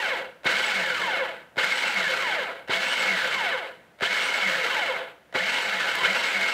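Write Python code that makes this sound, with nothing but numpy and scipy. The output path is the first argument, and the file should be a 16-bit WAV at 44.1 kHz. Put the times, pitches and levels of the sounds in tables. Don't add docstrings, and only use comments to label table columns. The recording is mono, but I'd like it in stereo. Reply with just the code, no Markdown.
import sys
import numpy as np
from scipy import signal
from scipy.fft import rfft, irfft, next_fast_len
from scipy.io import wavfile
from scipy.ndimage import uniform_filter1d

SR = 44100
rng = np.random.default_rng(int(sys.argv[2]) if len(sys.argv) > 2 else 0)


def to_linear_factor(level_db):
    exponent = np.asarray(level_db, float) / 20
    return 10 ** exponent


def transcribe(signal):
    frames = np.atleast_2d(signal).T
    limited = np.clip(frames, -1, 1)
    pcm = np.round(limited * 32767).astype(np.int16)
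    wavfile.write(sys.argv[1], SR, pcm)


N = 288017

# (power on [s], power off [s], drag of the heap [x],
# bite as the blade catches [dB], how early the noise dies [x])
PRESSES = [
    (-.5, -0.28, 1.17, -60, 0.87),
    (0.449, 0.641, 1, -21, 1.18),
    (1.572, 1.821, 1.03, -21.5, 0.96),
    (2.6909, 2.945, 1.02, -19, 1.03),
    (4.014, 4.29, 1.02, -26, 0.84),
    (5.341, 5.584, 1.018, -23.5, 1.05),
    (6.032, 6.229, 0.99, -24, 1.5),
    (6.407, 6.899, 1.002, -39, 1.06),
]
# (time [s], peak level [dB])
SWITCH_SNAPS = [(.434, -45.5), (.444, -39), (1.559, -45), (1.568, -37.5), (2.676, -43), (2.684, -37.5),
                (3.988, -49.5), (4.0, -46), (4.008, -33.5), (5.326, -43), (5.341, -39)]
# (time [s], peak level [dB])
BASE_KICKS = [
    (0.457, -39),
    (1.572, -44.5),
    (2.694, -41),
    (4.022, -41.5),
    (5.351, -43),
    (6.03, -50),
]
TORQUE_FADE_HZ = 1310
IDLER_TEETH = 45


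def rms_one(x):
    return x / np.sqrt(np.mean(x ** 2) + 1e-20)


def at_hz(points, hz):
    points = np.array(points)
    return np.interp(np.log(hz + 1), np.log(points[:, 0]), points[:, 1])


def bumps(modes, hz):
    return sum(db / (1 + ((hz - centre) / width * 2) ** 2) for centre, width, db in modes)


def drift(rate_hz):
    r = np.exp(-2 * np.pi * rate_hz / SR)
    slow = signal.lfilter([1], [1, -2 * r, r * r], rng.standard_normal(N + SR))
    return rms_one(slow[SR:])


def colour(x, gain_db):
    size = next_fast_len(N + SR // 2, real=True) // 2 * 2
    hz = np.arange(size // 2 + 1) * SR / size
    cepstrum = irfft(gain_db(hz) * np.log(10) / 20, size)
    cepstrum[1:size // 2] *= 2
    cepstrum[size // 2 + 1:] = 0
    return irfft(rfft(x, size) * np.exp(rfft(cepstrum)), size)[..., :N]


def band(x, low_hz, high_hz):
    sos = signal.butter(4, [low_hz, high_hz], "band", fs=SR, output="sos")
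    return rms_one(signal.sosfilt(sos, x))


def ring(clicks, hz, t60):
    r, w = to_linear_factor(-60 / (t60 * SR)), 2 * np.pi * hz / SR
    return signal.lfilter([0, np.sin(w)], [1, -2 * r * np.cos(w), r * r], clicks + 1e-18)


def fade(x, t60):
    return signal.lfilter([1], [1, -to_linear_factor(-60 / (t60 * SR))], x)


def strikes(table):
    clicks = np.zeros(N)
    clicks[[round(s * SR) for s, db in table]] = to_linear_factor(np.array(table)[:, 1])
    return clicks


def swell(rows, lag_s, width_s):
    now, out = np.arange(N) / SR, np.zeros(N)
    for s, db in rows:
        near = slice(int(s * SR) - 2000, int(s * SR) + 4000)
        out[near] += to_linear_factor(db) * np.exp(-.5 * ((now[near] - s - lag_s) / width_s) ** 2)
    return out


def housing_db(hz):
    # (frequency [Hz], level [dB])
    broad = [(40, -48), (96, -34), (184, -25.5), (311, -19), (512, -10.5), (1140, -12), (1500, 0),
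             (1830, -5.5), (2470, -9), (3020, -6.5), (6560, -23.5), (8800, -30), (10000, -32),
             (15700, -38.5)]
    # (frequency [Hz], width [Hz], level above the broad colour [dB])
    panels = [(176.6, 56, 7.5), (386, 140, 2), (529.3, 68, 7), (674.6, 24, 6.5), (850, 22, 7),
              (976, 68, 5.5), (1230, 36, -1.5), (1420, 64, 0), (1547, 39, 3.5), (1720, 38, 5.5),
              (1953, 42, 7.5), (2178, 184, 14), (2470, 95, 3), (2516, 18, 1.5), (2724, 46, 7),
              (3012, 136, 4.5), (3936, 37, 5), (4550, 370, 1.5), (5330, 170, 1.5), (6200, 150, 4.5),
              (8500, 300, 1.5), (6960, 170, 6), (7880, 170, 5.5)]
    return at_hz(broad, hz) + bumps(panels, hz)


def room_tone():
    # (frequency [Hz], level [dB])
    spectrum = [(20, -31), (45, -32), (62, 5.5), (85, -4), (158, 6), (443, 2.5), (692, 4.5), (1080, -5),
                (1790, -3), (4740, -17.5), (15700, -26), (17000, -25)]
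    noise = colour(rng.standard_normal(N), lambda hz: at_hz(spectrum, hz))
    return to_linear_factor(-44.5 - 14.0) * rms_one(noise)


def motor():
    start_hz, stall_hz_per_s = 954.4, 71790
    rub_hz_per_s, drag_hz_per_s, drag_power = 1028, 2278, .571
    release_s = .04
    on, off, drag = np.transpose(PRESSES)[:3, :, None]
    t = np.arange(N * 1000 // SR + 2) / 1000
    rise = np.clip((t - on) * 1000, 0, 1)
    fall = np.clip((off - t) / release_s + .5, 0, 1)
    power = np.sum(rise * fall, axis=0)
    heap = drag[np.searchsorted(on[:, 0], t) - 1, 0]
    speed = [float(start_hz)]
    for pull, load in zip(power * stall_hz_per_s, heap):
        hz = speed[-1]
        resistance = load * (rub_hz_per_s + drag_hz_per_s * (hz / 1000) ** drag_power)
        push = pull * np.exp(-hz / TORQUE_FADE_HZ) - resistance
        speed.append(max(hz + push / 1000, 1.))
    now = np.arange(N) / SR
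    press = np.searchsorted(on[:, 0], now) - 1
    return np.interp(now, t, speed[:-1]), np.interp(now, t, power), press


def effort(mesh_hz, power, press, law, settle, creak_db):
    db, slope_db, knee_hz, steep, pull_db = law
    settle_db, settle_t60 = settle
    pull = power * np.exp(-mesh_hz / TORQUE_FADE_HZ)
    knee = knee_hz * np.array(PRESSES)[press, 4]
    running = to_linear_factor(db + slope_db * np.log2(mesh_hz / 2000) + pull_db * pull)
    running = running / np.sqrt(1 + (knee / mesh_hz) ** steep)
    trail = fade(running, settle_t60) * np.log(1000) / (settle_t60 * SR)
    return running + to_linear_factor(settle_db) * trail + to_linear_factor(creak_db) * fade(strikes(SWITCH_SNAPS), 0.12)


def grinding(mesh_hz, per_s, spread_db, runout_db, rattle_db, swish_db, surge_db):
    mesh_per_blade_turn = 135
    sizes = to_linear_factor(spread_db * np.minimum(rng.exponential(1, N), 3.5)) * rng.choice([-1, 1], N)
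    crumbs = sizes * (rng.random(N) < per_s * to_linear_factor(3.0 * drift(30)) / SR)
    angle = 2 * np.pi * np.cumsum(mesh_hz) / SR
    blade = np.cos(angle / mesh_per_blade_turn) + 0.49 * np.cos(2 * angle / mesh_per_blade_turn)
    bearing = rng.standard_normal(N) * to_linear_factor(runout_db * np.cos(angle / IDLER_TEETH))
    bearing = bearing * to_linear_factor(rattle_db * np.cos(2 * angle / IDLER_TEETH))
    drive = rms_one(crumbs) * to_linear_factor(-3) + bearing
    drive = drive * to_linear_factor(swish_db * blade + surge_db * drift(25))
    return colour(drive, housing_db)


def fluttering(noise, flutter_db):
    edges_hz = (1150, 1600, 1870, 2080, 2400, 2850, 4000)
    steady = band(noise, edges_hz[0], edges_hz[-1])
    out = steady
    for pair in zip(edges_hz, edges_hz[1:]):
        part = signal.sosfilt(signal.butter(2, pair, "band", fs=SR, output="sos"), steady)
        out = out + (to_linear_factor(flutter_db * drift(17)) - 1) * part
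    return rms_one(out)


def lid_at_rest(x, mesh_hz):
    lid_hz, width_hz, wakes_hz, share_lost_at_rest = 2180, 140, 300, .5
    ringing = signal.lfilter(*signal.iirpeak(lid_hz, lid_hz / width_hz, fs=SR), x)
    return x - share_lost_at_rest / (1 + (mesh_hz / wakes_hz) ** 2) * ringing


def gears(orders, mesh_hz, wobble_db, runout_db, slack):
    # (frequency [Hz], width [Hz], level [dB])
    mounts = [(193, 35, 10), (511, 80, 12.5), (667, 71, 8), (870, 490, 8), (1760, 97, 7.5),
              (3200, 910, 7.5), (5600, 1500, -2), (7730, 650, 16), (8602, 250, 9)]
    turns, speed = np.cumsum(mesh_hz) / SR, mesh_hz / 1500 + 0.31
    flicker = [speed * drift(rate) for rate in (50, 70, 90)]
    play = drift(70) + speed ** 2 * drift(150)
    tones = np.zeros(N)
    for i, (multiple, db, slope_db) in enumerate(orders):
        level = to_linear_factor(db + slope_db * np.log2(speed) + wobble_db * flicker[i % 3])
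        tones += level * np.sin(2 * np.pi * multiple * (turns + slack * play) + i)
    tones = tones * to_linear_factor(runout_db * np.cos(2 * np.pi * turns / IDLER_TEETH))
    return rms_one(colour(tones, lambda hz: housing_db(hz) + bumps(mounts, hz)))


def tone_db(mesh_hz, power, press, column):
    # (mesh rate [Hz], whine [dB], tooth-knock overtones [dB])
    driven_levels = [(500, -35, -54), (970, -29.5, -41), (1610, -33.5, -30), (1970, -37.5, -45),
                     (2500, -44, -44), (2860, -38, -26)]
    # (mesh rate [Hz], whine [dB], tooth-knock overtones [dB])
    coasting_levels = [(60, -33, -41), (196, -44, -40), (390, -35, -33.5), (650, -32.5, -32),
                       (1010, -28.5, -35.5), (1410, -35.5, -54), (1900, -35.5, -49), (2610, -37, -32.5)]
    # (driven whine [dB], driven knock [dB], coasting whine [dB], coasting knock [dB])
    contact_levels = [
        (.1, .1, .8, .8),
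        (1.5, -.5, 1.2, 1.5),
        (-2, .1, .3, -.5),
        (.3, .1, -.8, -.3),
        (-.8, .5, -1.2, -1.2),
        (3, -2.5, -2.5, -2.5),
        (3.5, -.5, -.5, .1),
        (1.2, .5, .1, .1),
    ]
    backlash_s = 0.024
    driven = uniform_filter1d(power, size=int(backlash_s * SR))
    contact = np.array(contact_levels)[press]
    on = at_hz(np.array(driven_levels)[:, [0, column]], mesh_hz) + contact[:, column - 1]
    off = at_hz(np.array(coasting_levels)[:, [0, column]], mesh_hz) + contact[:, column + 1]
    patchy = .8 * drift(9)
    return patchy + driven * on + (1 - driven) * off


def gear_whine(mesh_hz, power, press):
    # (multiple of mesh rate, level [dB], slope [dB per octave of speed])
    orders = [(.0909, 5.5, 0.4), (.1818, -10.5, -6), (.335, -8.5, 8), (1.0, 5, 2)]
    level = to_linear_factor(tone_db(mesh_hz, power, press, column=1))
    return level * gears(orders, mesh_hz, wobble_db=2.2, runout_db=3.5, slack=.04)


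def tooth_knock(mesh_hz, power, press):
    # (multiple of mesh rate, level [dB], slope [dB per octave of speed])
    overtones = [(2.0, 5, -2), (3.0, 2.5, -1), (4.0, -3, -6), (5.0, -10.5, -12), (6.0, -20.5, -9),
                 (7.0, -1, -2)]
    level = to_linear_factor(tone_db(mesh_hz, power, press, column=2))
    return level * gears(overtones, mesh_hz, wobble_db=1.5, runout_db=2.5, slack=.011)


def switch_clicks():
    clicks = strikes(SWITCH_SNAPS)
    snap = clicks + 0.36 * rng.standard_normal(N) * fade(clicks, 0.031)
    modes = [(590, 495, 22), (3850, 640, 5.1)]   # (frequency [Hz], width [Hz], level [dB])
    return to_linear_factor(18) * colour(snap, lambda hz: 0.82 * housing_db(hz) + bumps(modes, hz))


def crumb_knocks():
    # (time [s], peak level [dB])
    hits = [(0.449, -29), (0.5175, -33), (0.6195, -26), (0.967, -39), (1.6164, -32), (1.645, -23),
            (1.9441, -28), (2.7529, -38), (3.244, -39), (4.9242, -33), (5.9543, -22), (6.0372, -30),
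            (6.112, -38)]
    return to_linear_factor(-12.5) * band(rng.standard_normal(N), 3500, 14000) * fade(strikes(hits), 0.017)


def base_jolts():
    # (frequency [Hz], level [dB], decay time T60 [s])
    modes = [(115, -34, 0.051), (182, -3.5, 0.085), (281, 2, 0.075), (388, 11, 0.097), (546, -36, 0.027),
             (846, 12.5, 0.011)]
    soft_blow = signal.lfilter(np.hanning(24) / 12, [1], strikes(BASE_KICKS))
    return to_linear_factor(3.5) * sum(to_linear_factor(db) * ring(soft_blow, hz, t60) for hz, db, t60 in modes)


def machine_sound():
    mesh_hz, power, press = motor()
    bite = swell(np.array(PRESSES)[1:, [0, 3]], lag_s=0.02, width_s=0.0046)
    lurch = to_linear_factor(3.5) * swell(BASE_KICKS, lag_s=0.012, width_s=0.005)
    # (level under the running noise [dB], decay time T60 [s])
    grind_law = (-25.5, 0.84, 511, 3.5, 7.5)
    grind = effort(mesh_hz, power, press, grind_law, settle=(-13.5, 0.67), creak_db=0)
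    rumble = effort(mesh_hz, power, press, law=(-34, -0.25, 343, 4.5, 6), settle=(-12.5, 0.85), creak_db=-5.5)
    rumble = rumble + lurch + to_linear_factor(-22) * bite
    hiss = effort(mesh_hz, power, press, law=(-38.5, 1.5, 750, 3.5, 8.5), settle=(-26, 0.76), creak_db=-28)
    hiss = hiss + to_linear_factor(-37.5) * bite

    noise = grinding(mesh_hz, per_s=3000, spread_db=4.0, runout_db=-0.7, rattle_db=1.1, swish_db=0.48, surge_db=1.32)
    bowl = lid_at_rest(fluttering(noise, flutter_db=2.0), mesh_hz)
    machine = to_linear_factor(-3.5) * (grind + bite) * bowl
    machine += rumble * to_linear_factor(-4.5 + 1.04 * drift(16.5)) * band(noise, 31, 1040)
    machine += hiss * to_linear_factor(-3.0) * band(noise, 4024, 8670)
    machine += hiss ** 0.61 * to_linear_factor(-29.5) * band(noise, 9630, 21800)
    machine += to_linear_factor(-10) * bite * band(noise, 2420, 4130)
    load = grind / to_linear_factor(grind_law[0])
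    machine += load * gear_whine(mesh_hz, power, press)
    machine += load * tooth_knock(mesh_hz, power, press)
    machine += switch_clicks() + crumb_knocks() + base_jolts()
    return signal.sosfilt(signal.butter(4, 94, "high", fs=SR, output="sos"), machine)


def kitchen(x):
    # (frequency [Hz], T60 [s])
    decay = [(100, 0.77), (1000, 0.47), (4000, 0.36), (16000, 0.74)]
    size = next_fast_len(N + SR)
    hz = np.arange(size // 2 + 1) * SR / size
    response = 0
    for i, lag_s in enumerate(rng.uniform(.012, .04, 10)):
        loop = to_linear_factor(-60 * lag_s / at_hz(decay, hz)) * np.exp(-2j * np.pi * hz * lag_s)
        response = response + (-1) ** i * loop / (1 - loop)
    return irfft(rfft(x, size) * response, size)[:N]


def scene():
    machine = machine_sound()
    mono = machine + to_linear_factor(-23.0) * kitchen(machine) + room_tone()
    return np.array([mono, mono])


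def roll_off(x):
    return signal.sosfilt(signal.butter(12, 15890, fs=SR, output="sos"), x)


def record(dry):
    rounded = .36 * np.tanh(dry / .36)
    mix = signal.sosfilt(signal.ellip(12, .2, 70, 15690, fs=SR, output="sos"), rounded)
    return roll_off(mix)


dry = scene()
out = record(dry)
transcribe(out)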